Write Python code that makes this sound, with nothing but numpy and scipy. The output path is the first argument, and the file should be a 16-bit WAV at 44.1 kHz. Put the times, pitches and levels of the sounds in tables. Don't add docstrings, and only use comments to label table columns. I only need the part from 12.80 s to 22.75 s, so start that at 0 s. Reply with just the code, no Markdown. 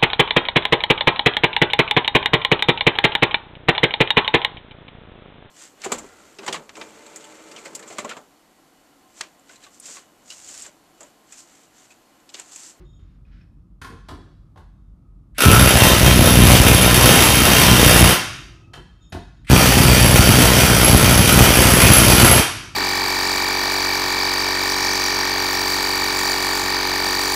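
import sys
import numpy as np
from scipy import signal
from scipy.fft import rfft, irfft
from scipy.io import wavfile
from scipy.ndimage import uniform_filter1d

SR = 44100
rng = np.random.default_rng(int(sys.argv[2]) if len(sys.argv) > 2 else 0)


def transcribe(u):
    v = np.clip(np.atleast_2d(u).T, -1, 1)
    q = np.round(v * 32767).astype(np.int16)
    wavfile.write(sys.argv[1], SR, q)


def boost_factor(decibels):
    exponent = np.asarray(decibels, float) / 20
    return 10 ** exponent


N = 438794
T = np.arange(N) / SR

# frequency in Hz, level in dB per Hz.
RUMBLE = [(29, -25.5), (50, 2), (70, -9.5), (172, -14), (204, -21), (333, -26), (420, -47), (550, -71.5),
          (920, -120)]
HISS = [(240, -36), (400, -3.5), (949, -10.5), (1270, -7), (1600, -22), (7170, -31), (9180, -31),
        (13300, -35.5), (16000, -42.5)]
GLOVE = [(350, -53.5), (600, -19), (1010, -15), (1370, 3), (2500, -3), (2710, -4), (5220, -11), (9000, -38),
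         (11700, -72), (19800, -120)]
MOTOR = [(290, -28), (500, -30), (1960, 7.5), (2820, 3), (6690, -17), (8130, -8.5), (14000, -27)]
CRACK = [(150, -24), (250, -5.5), (1180, -11.5), (1360, -7.5), (1530, -10.5), (3110, -10.5), (4170, -16.5),
         (5790, -14), (7380, -20.5), (10200, -19), (11400, -18), (12600, -18.5), (14700, -20.5),
         (15500, -21)]
SHELVES = [(45, -24), (90, 1), (130, 1), (230, -13.5), (350, -7), (450, -27), (700, -21), (1200, -40)]

# frequency in Hz, width in Hz, level in dB.
KNOCK_RING = [(750, 90, -3), (1087, 70, -4), (1380, 150, -1), (2600, 120, -1), (3182, 70, -3),
              (6000, 200, -9), (11050, 150, -5)]
BENCH_TOP = [(95, 31, 4), (169, 50, -0.5), (262, 74, -2.5), (356, 99, -3), (473, 260, -16)]
SLIDE = [
    [(3270, 60, -9), (3650, 45, 0)],
    [(5310, 40, -9), (6770, 45, 0), (7600, 40, -14)],
]
BENCH_LEGS = [(90, 10, 0), (130, 14, -4)]
STEEL = [(1024, 8.9, -7), (1804, 19, -16.5), (2190, 12, -10), (2440, 110, 0.5), (2752, 70, -2.5),
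         (3157, 24, -1), (3678, 61, -4), (4633, 56, -2.5), (5140, 13, -15.5), (5830, 74, -6.5),
         (8090, 26, -10), (8710, 240, -3), (14500, 100, -21.5)]
PLATE = [(1328, 26, -12.5), (1427, 30, -14.5)]
SOCKET = [(11105, 70, 0), (11040, 60, -5), (11230, 90, -6), (10900, 150, -8)]
BENCH = [(67, 110, -6), (104, 86, -0.5), (201, 108, -3), (326, 200, -14), (570, 200, -12)]
VICE = [(430, 140, -3), (560, 160, 0), (700, 200, -3)]
# gain in dB, reversed on the second nut.
NUT_DB = [3.5, 1, -1.5, -1.5, 5, 1.5, 6.5, -1.5, 0.5, -2, -2, -0.5, 0]

# frequency in Hz, level in dB.
FAN = [(160, -66), (177.6, -64.5)]
# start in seconds, length in seconds, level in dB.
RUSTLE = [
    (0.0, .004, -56),
    (.18, 0.18, -70),
    (.44, .1, -68),
    (.51, 0.11, -61.5),
]
# start in seconds, thud in dB, vice in dB, steel in dB, treble loss in
# dB (about half of it in the top band).
KNOCKS = [(0.001, -44, -55, -65, 4), (0.189, -54, -66, -68, -7), (1.014, -38, -52, -30.5, 0.5),
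          (1.043, -40, -47, -31.5, 5), (1.099, -36.5, -52, -44, 5), (1.119, -39, -48, -48, 6),
          (1.284, -38, -37, -32, 2.5), (1.31, -34.5, -45, -48, 12), (1.384, -43, -60, -60, 0),
          (1.469, -46, -63, -69, 5), (1.757, -51, -41, -54, 3), (1.771, -43, -44, -46, 3),
          (5.933, -44, -36.5, -35.5, -6), (5.971, -37.5, -41, -50, 3), (6.321, -31, -29, -31, -2),
          (6.343, -27, -26, -43, 10)]
# low edge in Hz, high edge in Hz.
KNOCK_BANDS = [(430, 900), (900, 1600), (1600, 4500), (4500, 11500)]
# band centre in Hz, time to fall 60 dB in seconds.
ROOM = [(90, 0.24), (180, 0.88), (360, 0.4), (720, 0.6), (1440, 1), (2900, 0.99), (5800, 1), (9000, 0.6),
        (14000, 0.3)]
# start in seconds, length in seconds, level in dB, octave level in dB.
WHINE = [
    (.02, .2, -85, -98),
    (1.9, .1, -88, -99),
    (2.21, .16, -75, -99),
    (2.45, .09, -79, -96),
    (5.7, 0.27, -61, -67),
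    (6.08, 0.29, -70, -86),
    (6.36, .25, -82, -85),
]
# start in seconds, length in seconds, squeak in dB, upper squeak in dB.
SQUEAK = [
    (.04, .2, -76, -80),
    (.27, .06, -88, -98),
    (1.9, .2, -94, -108),
    (5.74, .12, -87, -89),
    (6.19, 0.15, -71, -72),
    (6.36, 0.078, -68, -73),
    (6.47, 0.16, -80, -82),
]
# start in seconds, level in dB.
BUMPS = [
    (.225, -40),
    (1.1, -46),
    (1.325, -39),
    (1.45, -46),
    (1.86, -48),
    (5.9, -48),
    (6.35, -40),
]
# start in seconds, level in dB, frequency in Hz.
TICKS = [
    (.452, -69, 2500),
    (.612, -65, 2490),
    (.615, -72, 5330),
    (6.30, -68, 11300),
]
# click in seconds, click in dB, end of the sound in seconds (the first blow #
# for a pull), motor there in dB.
TRIGGERS = [
    (2.548, -55.5, 2.581, -37),
    (6.647, -54, 6.697, -22),
    (6.669, -46, 7.5, -60),
    (6.679, -28, 6.2, -60),
]
# first blow in seconds, number of blows, steady period in seconds,
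# seconds by which the first blow is early.
RUNS = [
    (2.589, 169, .0164105, .007),
    (6.6983, 178, .0164923, 0),
]
# plate at the start in dB, plate once clamped in dB,
# socket at the start in dB, socket at the end in dB.
RINGS = [
    (11, -15, -14, -13),
    (-12, -3, -17, -11),
]
# time in seconds, level in dB.
LEAN = [
    [(2.58, -35), (2.63, -27.5), (2.665, 6), (2.9, -4.5), (3.1, 0.5), (3.5, 1.5), (4.3, -4.5), (4.7, -2.5),
     (5.33, -1.5)],
    [(6.69, 4), (6.77, 0.5), (6.86, -2), (7.15, 0.5), (7.8, -2.6), (8.2, 1.5), (8.7, -3), (9.1, 0.4),
     (9.6, -2.3)],
]


def unit(x):
    return x / np.sqrt(np.sum(x ** 4) / np.sum(x ** 2) / 3)


def coloured(spectrum):
    hz, db = np.transpose(spectrum)
    f = np.arange(N // 2 + 1) * SR / N + 1
    gain = boost_factor(np.interp(np.log(f), np.log(hz), db, -120, -120))
    x = irfft(rfft(rng.standard_normal(N)) * gain, N)
    return x / x.std()


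def walk(rate):
    k = int(SR / rate)
    return uniform_filter1d(np.repeat(rng.standard_normal(N // k + 1), k), k)[:N]


def swell(rows, column, attack_s, release_s):
    gain = 0
    for row in rows:
        rise = np.clip((T - row[0]) / attack_s, 0, 1)
        die = np.exp(-np.maximum(T - row[0] - row[1], 0) / release_s)
        gain = gain + boost_factor(row[column]) * rise * die
    return gain


def spikes(times, sizes):
    return np.bincount(np.clip((times * SR).astype(int), 0, N - 1), sizes, N)


def fade(x, seconds):
    return signal.lfilter([1], [1, -np.exp(-1 / (seconds * SR))], x)


def mode(x, hz, width):
    r, w = np.exp(-np.pi * width / SR), 2 * np.pi * hz / SR
    return signal.lfilter([0, np.sin(w)], [1, -2 * r * np.cos(w), r * r], x)


def ring(times, sizes, modes, steady, drift_db=0., nut_db=None):
    luck = steady + rng.standard_normal((len(times), len(modes)))
    out = 0
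    for k, (hz, width, db) in enumerate(modes):
        grip = boost_factor(drift_db * walk(2.396)[(times * SR).astype(int)])
        if nut_db:
            grip = grip * boost_factor(nut_db[k] * np.sign(RUNS[1][0] - .5 - times))
        out = out + boost_factor(db) * np.sqrt(width) * mode(spikes(times, sizes * luck[:, k] * grip), hz, width)
    return out


def since_run():
    ends = [start + count * period for start, count, period, _ in RUNS]
    return np.min([np.where(T > end, T - end, np.inf) for end in ends], axis=0)


def ventilation():
    hum_hz, throb_hz, throb_peak_s, throb_depth = 44.17, 4.4, .05, .45
    duck_db, recover_s = 12, .6
    throb = 1 + throb_depth * np.cos(2 * np.pi * throb_hz * (T - throb_peak_s))
    hum = np.sqrt(2) * np.sin(2 * np.pi * hum_hz * T) * throb * boost_factor(-47 + 1.2 * walk(3))
    tones = sum(boost_factor(db + 2.0 * walk(3)) * np.sin(2 * np.pi * hz * T) for hz, db in FAN)
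    duck = boost_factor(-duck_db * np.exp(-since_run() / recover_s))
    rumble = coloured(RUMBLE) * boost_factor(-47 + 1.2 * walk(6.5))
    hiss = coloured(HISS) * boost_factor(-72.5 + 1.0 * walk(2.6))
    return (hum + tones) * duck + rumble + hiss


def glove_rustle():
    return coloured(GLOVE) * boost_factor(-5.0 + 1.6 * walk(40.6)) * swell(RUSTLE, 2, attack_s=.021, release_s=.024)


def knocks(contact_s=0.0089):
    out, length = np.zeros(N), N // 30
    t = T[:length] / contact_s
    contact = np.exp(-t) * (1 - np.exp(-t / 0.26)) ** 2
    for s, thud_db, vice_db, steel_db, loss_db in KNOCKS:
        push = rng.standard_normal((len(KNOCK_BANDS), length)) * contact
        ringing = 0
        for hz, width, db in KNOCK_RING:
            ringing = ringing + rng.standard_normal() * boost_factor(db) * np.sqrt(width) * mode(push, hz, width)
        steel = push + boost_factor(-54) * ringing
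        band_db = [vice_db, steel_db, steel_db - loss_db, steel_db - 11 - 0.47 * loss_db]
        tap = 0
        for band, x, db in zip(KNOCK_BANDS, steel, band_db):
            part = signal.sosfilt(signal.butter(2, band, "band", fs=SR, output="sos"), x)
            tap = tap + boost_factor(db + 10) * part / np.abs(part).max()
        thud = sum(boost_factor(db) * np.sqrt(width) * mode(push[0], hz, width) for hz, width, db in BENCH_TOP)
        start = int(s * SR)
        out[start:start + length] += tap + boost_factor(thud_db + 15) * thud / np.abs(thud).max()
    return out


def room(x, gap_s=0.0042, build_s=0.005, near_db=7.5, near_s=0.053):
    t = np.arange(SR) / SR
    hz, t60 = np.transpose(ROOM)
    edges = np.r_[40, np.sqrt(hz[1:] * hz[:-1]), 18000]
    hasten = 1 + (t / .9) ** 2
    tail = 0
    for low, high, decay in zip(edges, edges[1:], t60):
        band = signal.butter(2, [low, high], "band", fs=SR, output="sos")
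        noise = signal.sosfilt(band, rng.standard_normal(SR))
        tail = tail + noise * boost_factor(-60 * t / decay * hasten) / np.sqrt(decay)
    tail = tail * (1 + boost_factor(near_db) * np.exp(-t / near_s))
    tail = tail * (1 - np.exp(-np.maximum(t - gap_s, 0) / build_s))
    return signal.fftconvolve(x, tail / np.sqrt(np.sum(tail ** 2)))[:N]


def stick_slip():
    return rng.standard_normal(N) * boost_factor(4.5 * walk(35))


def plate_whine(slips):
    low = unit(mode(mode(rng.standard_normal(N), 1250, 60), 1270, 24)) * boost_factor(4.5 * walk(30) - 3.0)
    octave = unit(mode(mode(slips, 2590, 120), 2590, 40))
    low = low * swell(WHINE, 2, attack_s=.05, release_s=.013)
    return low + octave * swell(WHINE, 3, attack_s=.05, release_s=.015)


def socket_squeaks(slips):
    groups = []
    for modes in SLIDE:
        squeal = 0
        for hz, width, db in modes:
            narrow = mode(mode(slips, hz, 4 * width), hz, width)
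            squeal = squeal + boost_factor(db) * np.sqrt(width) * narrow * width
        groups.append(unit(squeal))
    low = groups[0] * boost_factor(6.0) * swell(SQUEAK, 2, attack_s=.02, release_s=.02)
    return low + groups[1] * boost_factor(2.0) * swell(SQUEAK, 3, attack_s=.018, release_s=.02)


def bumps(push_s=.006):
    times, db = np.transpose(BUMPS)
    push = fade(spikes(times, boost_factor(db)), push_s) / (push_s * SR)
    return boost_factor(12.5) * sum(boost_factor(level_db) * mode(push, hz, width) for hz, width, level_db in BENCH_LEGS)


def ring_ticks():
    return sum(boost_factor(db + 10) * mode(spikes(np.array([s]), [1.]), hz, 60) for s, db, hz in TICKS)


def motor_windup(click_s=.015, rise_db_per_s=1296):
    level = 0
    for pull, click_db, hit, top_db in TRIGGERS:
        click = boost_factor(click_db) * np.exp(-np.abs(T - pull) / click_s)
        spin = boost_factor(top_db - rise_db_per_s * np.abs(hit - T))
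        level = level + ((T > pull) & (T < hit)) * (click + spin)
    return coloured(MOTOR) * boost_factor(2.5 * walk(250)) * level


def blows():
    out = []
    for (start, count, period, early), (plate_start, plate_end, socket_start, socket_end) in zip(RUNS, RINGS):
        k = np.arange(count)
        times = start + k * period - .022 * (1 - np.exp(-k / 30)) - early * (k == 0)
        effort_db = -11.5 - 6.5 * np.exp(-k / 0.53) + 1.84 * (k / count - .5) - 4.5 * (k == count - 1)
        plate_db = plate_end + (plate_start - plate_end) * np.exp(-(k / 26) ** 3)
        socket_db = socket_start + (socket_end - socket_start) * np.minimum(2 * k / count, 1)
        out.append([times, effort_db, plate_db, socket_db])
    return np.hstack(out)


def wrench():
    times, *laws = blows()
    effort_db, plate_db, socket_db = (np.interp(T, times, db) for db in laws)
    chance = rng.standard_normal((len(times), 5)).T
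    times = times + .0004 * chance[0]
    sizes = boost_factor(2.53 * chance[1])
    rebound = times + .007 + .0025 * chance[2]
    rebound_sizes = .45 * boost_factor(3.0 * chance[3])
    both, weights = np.r_[times, rebound], np.r_[sizes, rebound_sizes]

    burst = fade(spikes(both, weights), 0.006) + .25 * fade(spikes(times, sizes), 0.0074)
    burst = fade(burst, 0.0005)
    chatter = np.repeat(times, 6) + .016 * rng.random(6 * len(times))
    chatter_sizes = boost_factor(5.4 * rng.standard_normal(len(chatter)))
    clatter = ring(chatter, chatter_sizes, STEEL, 0., nut_db=NUT_DB)
    crack = unit(burst * coloured(CRACK))
    steel = ring(both, weights, STEEL, 0.79, drift_db=2.5, nut_db=NUT_DB)
    crack = crack + boost_factor(-6.5) * unit(steel) + boost_factor(-8.5) * unit(clatter)

    plate = unit(ring(both, weights, PLATE, 0.57)) * boost_factor(plate_db - 14 + 1.2 * walk(9))
    socket = unit(ring(both, weights, SOCKET, 0.13)) * boost_factor(socket_db + 11.0 + 2.5 * walk(9))

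    kicks = np.r_[times + .0015, rebound + .002] + 0.00063 * rng.standard_normal(len(both))
    kick_sizes = np.r_[sizes ** .4, .45 * boost_factor(2.0 * chance[3])] * boost_factor(2.2 * np.tile(chance[4], 2))
    lean_db = np.interp(T, *np.concatenate(LEAN).T)
    jolt = -unit(ring(kicks, kick_sizes, BENCH, 0.99, drift_db=2.0)) * boost_factor(lean_db + 10.5 + 0.98 * walk(11))
    punch = ring(times + 0.00085, sizes * boost_factor(2.8 * chance[4]), VICE, 0.55, drift_db=2.5)
    jolt = jolt + boost_factor(1.5) * unit(punch)
    effort = boost_factor(effort_db + 1.1 * walk(12))
    return effort * (crack + plate), effort * socket, effort * jolt


def shelves():
    return coloured(SHELVES) * boost_factor(-34.5 - 35 * since_run() + 2.0 * walk(11))


def scene():
    clang, socket, jolt = wrench()
    taps = knocks()
    slips = stick_slip()
    hands = socket_squeaks(slips) + plate_whine(slips) + glove_rustle() + motor_windup() + ring_ticks()
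    sent = boost_factor(-6.0) * hands + boost_factor(-1.0) * clang + boost_factor(-6) * socket + boost_factor(-11.5) * taps + boost_factor(-22) * jolt
    sway = np.cumsum(1.5 + 2.99 * walk(3)) * 2 * np.pi / SR
    wet = room(sent * np.cos(sway)) + room(sent * np.sin(sway))
    hidden = boost_factor(-11) * taps
    background = ventilation() + bumps() + shelves()
    return (clang + boost_factor(-2.5) * socket + hidden + wet + jolt + hands + background)[None]


def top_cut(x):
    return signal.sosfilt(signal.butter(12, 16310, fs=SR, output="sos"), x)


def record(dry):
    x = signal.sosfilt(signal.butter(4, 42, "high", fs=SR, output="sos"), dry)
    x = x / (1 + np.abs(x / 0.86) ** 1.7) ** (1 / 2.27)
    x = signal.sosfiltfilt(signal.butter(2, 30, "high", fs=SR, output="sos"), x)
    x = x / (1 + np.abs(x / 1.27) ** 6) ** (1 / 6)
    x = signal.sosfilt(signal.ellip(10, .2, 42, 15350, fs=SR, output="sos"), x)
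    return top_cut(x)


dry = scene()
out = record(dry)
transcribe(out)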